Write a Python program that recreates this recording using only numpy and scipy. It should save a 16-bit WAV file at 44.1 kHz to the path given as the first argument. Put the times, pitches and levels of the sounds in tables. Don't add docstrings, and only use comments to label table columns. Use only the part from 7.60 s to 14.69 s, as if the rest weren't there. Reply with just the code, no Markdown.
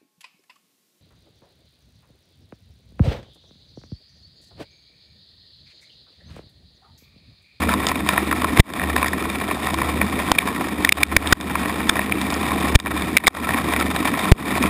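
import sys
import numpy as np
from scipy import signal
from scipy.io import wavfile
from scipy.ndimage import uniform_filter1d

SR = 44100
rng = np.random.default_rng(int(sys.argv[2]) if len(sys.argv) > 2 else 0)


def ratio_of_db(decibels):
    return 10 ** (np.asarray(decibels, float) / 20)


def wrap_up_sound(samples):
    columns = np.atleast_2d(samples).T
    tamed = np.clip(columns, -1, 1)
    steps = np.round(tamed * 32767).astype(np.int16)
    wavfile.write(sys.argv[1], SR, steps)


N = 312669

# time in seconds, fall in dB, joist hum in dB.
FALL_LEVELS = [(0.0, -26, -26), (0.3, -28.5, -35.5), (0.8, -28, -32.5), (1.15, -26.5, -41),
               (1.26, -28, -27), (1.55, -28.5, -33), (1.93, -29, -38), (2.27, -28.5, -28),
               (2.8, -27.5, -36), (3.06, -28, -41.5), (3.4, -25, -23.5), (4.05, -28.5, -37),
               (4.9, -27, -33.5), (5.2, -25.5, -25), (5.57, -28.5, -36.5), (6.16, -26, -30),
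               (6.65, -26, -43.5), (7.09, -24.5, -28)]
# time in seconds, peak in dB.
DULL_KNOCKS = [(0.246, -8), (0.315, -2), (0.463, -9), (0.533, -4.5), (0.562, -11), (0.577, -15),
               (1.287, -10), (1.428, 1.5), (1.654, -8), (1.757, -9), (1.812, -7), (1.911, -0.5),
               (2.186, -2.5), (2.217, -1.5), (2.6, -6), (2.674, -15), (2.961, -9), (3.522, -7.5),
               (3.954, 2), (4.057, -4.5), (4.204, -6.5), (4.355, -8), (4.723, -9), (4.917, -3),
               (5.094, -10), (5.943, -1.5), (5.984, -5.5), (6.265, -9), (6.654, -3.5), (7.057, -15)]
# time in seconds, peak in dB, loudest ring in Hz.
EDGE_CLACKS = [(0.13, -5, 2230), (0.3562, -5, 2430), (0.5775, 3, 1840), (0.712, -2, 1970),
               (0.726, -1.5, 2340), (1.196, -5.5, 2020), (1.238, -7.5, 2060), (1.329, -10, 1880),
               (1.363, 2, 1860), (1.4437, -2, 2320), (1.4594, -5.5, 1890), (1.532, -5, 1850),
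               (1.901, -11, 1900), (2.07, -3.5, 1920), (2.75, -14, 1870), (3.2727, -8, 2130),
               (3.658, -9, 2170), (3.707, -10, 1680), (4.287, -16, 1820), (4.367, -5.5, 1840),
               (4.392, -0.5, 1860), (5.26, -6, 1790), (5.269, -5, 2520), (5.89, -0.5, 1870),
               (5.9066, -6, 2010), (6.136, -2.5, 1930), (6.162, -4, 1860), (6.224, -11.5, 2330),
               (6.953, -6, 2260), (7.038, -3, 1870)]
# time in seconds, peak in dB, loudest ring in Hz, ice crack in dB.
ICE_CRACKS = [(0.138, 0, 1110, -12), (0.268, 3.5, 4100, -7.5), (0.2866, -3.5, 5010, -4),
              (0.489, 4.5, 2300, -10), (0.5732, -6, 3540, -18), (0.675, -19, 977, -22),
              (0.819, -2.5, 1080, -14), (0.844, 0.5, 1030, -16), (0.969, -6.5, 680, -17),
              (1.136, -10, 2360, -7), (1.482, -6.5, 2220, -4), (1.7, -7, 2300, -10), (2.069, -9, 1180, -11),
              (2.142, -4.5, 1110, -6), (2.4142, 4, 2070, -20.5), (2.874, -4.5, 1020, -11),
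              (3.009, -6, 800, -20), (3.371, -10.5, 996, -14), (3.6728, -2.5, 3300, -4),
              (3.8104, -12, 2260, -1), (4.614, -5, 1080, -6.5), (4.703, -4, 2530, -7),
              (4.811, -16, 2380, -4), (5.2, -8.5, 1810, -6), (5.421, -4.5, 1100, -13), (6.2, -10, 2470, 7),
              (6.362, -2, 3700, -14), (6.539, -5.5, 810, -24), (6.595, -9.5, 1030, -2),
              (7.026, -5, 640, -4)]
# time in seconds, peak in dB, loudest ring in Hz.
SMALL_TAPS = [(0.028, -14, 1800), (0.087, -15, 1020), (0.121, -8, 1150), (0.233, -9, 1020),
              (0.406, -12, 845), (0.509, -11, 1850), (1.101, -17, 1030), (1.2156, -8, 1870),
              (1.798, -18, 1850), (2.105, -9, 1010), (2.372, -26, 950), (2.429, -14, 1830),
              (3.384, -13, 3720), (3.4043, -13, 2310), (3.899, -12.5, 1900), (4.095, -9, 990),
              (4.181, -15, 732), (5.078, -12, 1920), (5.189, -18, 2400), (5.315, -10.5, 1340),
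              (5.638, -10, 1000), (5.6442, -12, 2360), (5.749, -12, 1050), (5.7687, -14.5, 1830),
              (5.786, -19, 1420), (6.083, -12, 1000), (6.455, -18, 1060), (6.871, -13, 1020),
              (6.911, -9, 1010), (6.981, -14, 1140)]
# time in seconds, ring in dB, ring in Hz, rattle in ms, gain drop in dB.
CASE_STRIKES = [(0.973, -11, 2150, 3.1, -6.5), (0.9949, -2, 2170, 1, 12), (0.999, 20, 2250, 1.8, 15.5),
                (1.0023, 5, 2030, 2.3, 25.5), (2.7165, -1, 1100, 3.05, 8), (2.785, -5.5, 2340, 5.3, 1),
                (3.246, -21, 1100, 7.9, 0.5), (3.2484, -1, 2010, 2.6, 6), (3.2919, 4, 2235, 2.2, 13),
                (3.3223, -1.5, 2346, 3.85, 12.5), (3.4316, 0.5, 2360, 3.7, 17),
                (3.5651, 13, 2307, 3.4, 12.5), (3.7246, 0.5, 1390, 6.3, 27.5), (4.2928, -6, 3480, 4.7, 0.5),
                (4.2958, -4, 1470, 2.45, 1.5), (5.1529, 5, 2350, 5.7, 43.5), (5.5677, -2, 2320, 3.2, 3.5),
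                (5.572, 10, 2240, 1.7, 5.5), (5.5820, -12, 2340, 1.26, 8), (5.665, -16, 3620, 1.6, 15),
                (5.6693, 3, 2163, 3.1, 5.5), (5.6759, -4, 1186, 6.2, 11.5), (6.7165, -6, 1720, 5.1, -4),
                (6.7189, 15, 2010, 2.46, 32)]
# time in seconds, push in ms, push in dB, rebound in dB.
AIR_THUMPS = [
    (.9964, 3.8, 14, 7),
    (2.7172, 1.1, -9, -13),
    (3.5645, 4.8, -8, -11),
    (3.7248, 1.6, -5, -11),
    (5.1524, 6.2, 2, 1.5),
    (6.7174, 3.8, 15, 8.5),
]
# frequency in Hz, width in Hz, level in dB.
JOIST_MODES = [(75.5, 12, 4)]
# frequency in Hz, width in Hz, level in dB.
BOARD_MODES = [(199, 17.2, -2), (252.3, 48.6, 4), (306, 44.4, 4), (411, 148, 4)]
# frequency in Hz, width in Hz, level in dB.
CASE_MODES = [(744, 152, -6.5), (1060, 134, -3), (1316, 71, -13), (1870, 160, -5), (2350, 225, -3),
              (3283, 460, -11), (3644, 237, -9), (5010, 810, -8.5)]


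def ring(x, hz, width):
    pole = np.exp(-np.pi * width / SR + 2j * np.pi * hz / SR)
    return signal.lfilter([1], [1, -pole], x).imag


def impulses(s, size):
    return np.bincount(np.clip((s * SR).astype(int), 0, N - 1), size, N)


def unit(x):
    return x / np.sqrt(np.mean(x ** 2))


def high_pass(x, order, hz):
    return signal.sosfilt(signal.butter(order, hz, "high", fs=SR, output="sos"), x)


def walk(rate):
    k = int(SR / rate)
    steps = np.repeat(rng.standard_normal(400), k)[:N]
    return unit(uniform_filter1d(steps, k))


def clumps():
    depth_db, clump_ms = 2.5, 12
    s = np.array([row[0] for row in DULL_KNOCKS + EDGE_CLACKS + ICE_CRACKS + SMALL_TAPS])
    k = int(clump_ms * SR / 1e3)
    density = uniform_filter1d(uniform_filter1d(impulses(s, np.ones(len(s))), k), 2 * k)
    return depth_db * np.tanh(k * density * 2)


def hits(s, size, body, colour_db, contact_ms):
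    fade = np.exp(-1e3 / (contact_ms * SR))
    out = 0
    for (hz, width, db), extra_db in zip(body, colour_db.T):
        envelope = signal.lfilter([1], [1, -2 * fade, fade ** 2], impulses(s, size * ratio_of_db(db + extra_db)))
        out = out + ring(envelope * rng.standard_normal(N), hz, width)
    return out


def shower(body, count, spread_db, colour_db, contact_ms):
    s = rng.uniform(0, N / SR, count)
    size = ratio_of_db(spread_db * rng.exponential(1, count))
    colours_db = colour_db * rng.standard_normal((count, len(body)))
    return unit(hits(s, size, body, colours_db, contact_ms))


def joist():
    nudge = np.cumsum(ring(rng.standard_normal(N), 2.4, 38))
    phase = 2 * np.pi * 74.8 * np.arange(N) / SR + 3 * unit(nudge - nudge.mean())
    note = np.sqrt(2) * np.sin(phase)
    return note + ratio_of_db(-14) * shower(JOIST_MODES, count=3000, spread_db=2, colour_db=0, contact_ms=4)


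def board_drum(fall_db, hum_db):
    level_db = fall_db.mean() + 1.5 + 0.72 * (fall_db - fall_db.mean())
    level_db = level_db + 0.13 * (hum_db - hum_db.mean()) + 0.5 * walk(16)
    drum = shower(BOARD_MODES, count=9000, spread_db=1.7, colour_db=3.5, contact_ms=0.82)
    return ratio_of_db(level_db + 0.5) * drum


def case_patter(fall_db):
    patter = shower(CASE_MODES, count=1500, spread_db=1.0, colour_db=0.0, contact_ms=2.67)
    pellets = shower(CASE_MODES, count=2500, spread_db=3.0, colour_db=5.5, contact_ms=.7)
    rain = shower(CASE_MODES, count=30000, spread_db=3.5, colour_db=-3.5, contact_ms=0.18)
    stones = shower(CASE_MODES, count=220, spread_db=2.5, colour_db=5.0, contact_ms=1.47)
    fall = patter + ratio_of_db(-4.5) * pellets + ratio_of_db(-4) * rain + ratio_of_db(-11.0) * stones
    flurries_db = 1.1 * walk(22)
    return ratio_of_db(fall_db - 1.0) * fall * ratio_of_db(flurries_db + clumps() - 1.0)


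def dense_fall():
    s, *columns = np.transpose(FALL_LEVELS)
    fall_db, hum_db = (np.interp(np.arange(N) / SR, s, column) for column in columns)
    deck = case_patter(fall_db) + board_drum(fall_db, hum_db) + ratio_of_db(hum_db) * joist()
    return high_pass(deck, 4, 53)


def gain():
    recover_ms, grab_ms = 64.7, 2
    s, _, _, ms, drop_db = np.transpose(CASE_STRIKES)
    slow, fast = np.exp(-1e3 / (np.array([recover_ms, grab_ms]) * SR))
    creep_db = signal.lfilter([1], [1, -slow], impulses(s + 0.1 * ms / 1e3, drop_db))
    return ratio_of_db(-signal.lfilter([1 - fast], [1, -fast], creep_db))


def air_thumps():
    out, t = np.zeros(N), np.arange(SR // 20) / SR * 1e3
    for s, ms, push_db, back_db in AIR_THUMPS:
        push = -ratio_of_db(push_db) * np.sin(np.pi * np.clip(t / ms, 0, 1)) ** .5
        after = np.clip(t - ms, 0, None)
        rebound = ratio_of_db(back_db) * (1 - np.exp(-after / .5)) * np.exp(-after / 3.4)
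        i = int(s * SR)
        out[i:i + len(t)] += push + rebound
    return out


def case_strikes():
    wall_hz, onset_ms, fade_ms, capsule_limit = 2430, .6, 1.03, .95
    out, t = np.zeros(N), np.arange(SR // 40) / SR * 1e3
    for s, db, hz, ms, _ in CASE_STRIKES:
        wobble, grit = rng.standard_normal((2, len(t)))
        share = np.clip(.25 + .3 * abs(np.log2(hz / wall_hz)) + 0.043 * ms, 0, .72)
        shape = np.clip(t / onset_ms, 0, 1) * np.where(t < ms, 1, 0.22 * np.exp(-(t - ms) / fade_ms))
        tone = np.sin(2 * np.pi * hz * t / 1e3 + 0.9 * unit(ring(wobble, 105, 250)))
        splinter = unit(sum(ratio_of_db(0.23 * d) * ring(grit, f, 0.6 * w) for f, w, d in CASE_MODES[3:]))
        rattle = np.sqrt(1 - share ** 2) * tone + 1.42 * share * splinter
        i = int((s - 3e-4) * SR)
        out[i:i + len(t)] += capsule_limit * np.tanh(ratio_of_db(db + 0.5) * shape * rattle)
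    return out


def stone_crunch(t):
    skid_db, skid_ms = -37, 8
    grit = rng.standard_normal(len(t))
    crunch = grit * (t * np.exp(-t / .8)) ** 2
    crunch[SR // 2500] += .8
    return crunch + ratio_of_db(skid_db) * grit[::-1] * np.clip(t / 2, 0, 1) * np.exp(-t / skid_ms)


def wall_clack(crunch, hz, crack_db):
    steep = 1.7
    mode_hz, _, mode_db = np.transpose(CASE_MODES)
    near = np.exp(-(np.log(mode_hz / hz) / 0.12) ** 2)
    colour_db = mode_db + near * (1.5 - mode_db) + 1.2 * rng.standard_normal(len(CASE_MODES))
    colour_db = colour_db + (mode_hz > 2800) * (crack_db + 15)
    clack = 0
    for db, (f, w, _) in zip(colour_db, CASE_MODES):
        clack = clack + ratio_of_db(db) * w * ring(ring(crunch, f, steep * w), f, steep * w)
    return high_pass(clack, 2, 500)


def single_stones():
    dull_hz, dull_crack_db, clack_crack_db = 1055, -20, -18.5
    out, t = np.zeros(N + SR), np.arange(SR // 25) / SR * 1e3
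    stones = [(s, db, dull_hz, dull_crack_db) for s, db in DULL_KNOCKS]
    stones += [(*row, clack_crack_db) for row in EDGE_CLACKS + SMALL_TAPS]
    stones += ICE_CRACKS
    thud = sum(ratio_of_db(d) * ring(t * np.exp(-t / 0.93), f, w) for f, w, d in BOARD_MODES)
    thud = thud / abs(thud).max()
    for s, db, hz, crack_db in stones:
        clack = wall_clack(stone_crunch(t), hz, crack_db)
        i = int((s - 4e-4) * SR)
        out[i:i + len(t)] += ratio_of_db(db - 6.0) * (clack / abs(clack).max() + ratio_of_db(-27.0) * thud)
    return out[:N]


def scene():
    return (gain() * dense_fall() + air_thumps() + case_strikes() + single_stones())[None]


def roll_off(x):
    return signal.sosfilt(signal.butter(12, 16330, fs=SR, output="sos"), x)


def record(dry):
    converter_hz, hold, full_scale = 12000, 4, 1.07
    samples = signal.resample_poly(dry, converter_hz, SR, axis=1)
    held = np.repeat(np.clip(samples, -full_scale, full_scale), hold, axis=1)
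    wet = signal.resample_poly(held, SR, hold * converter_hz, axis=1)[:, :N]
    wet = np.pad(wet, ((0, 0), (0, N - wet.shape[1])))
    wet = signal.sosfiltfilt(signal.ellip(6, .2, 22, 15050, fs=SR, output="sos"), wet)
    wet = np.clip(wet, -1, 1)
    wet = signal.sosfiltfilt(signal.ellip(8, .1, 30, 16300, fs=SR, output="sos"), wet)
    return roll_off(wet)


dry = scene()
out = record(dry)
wrap_up_sound(out)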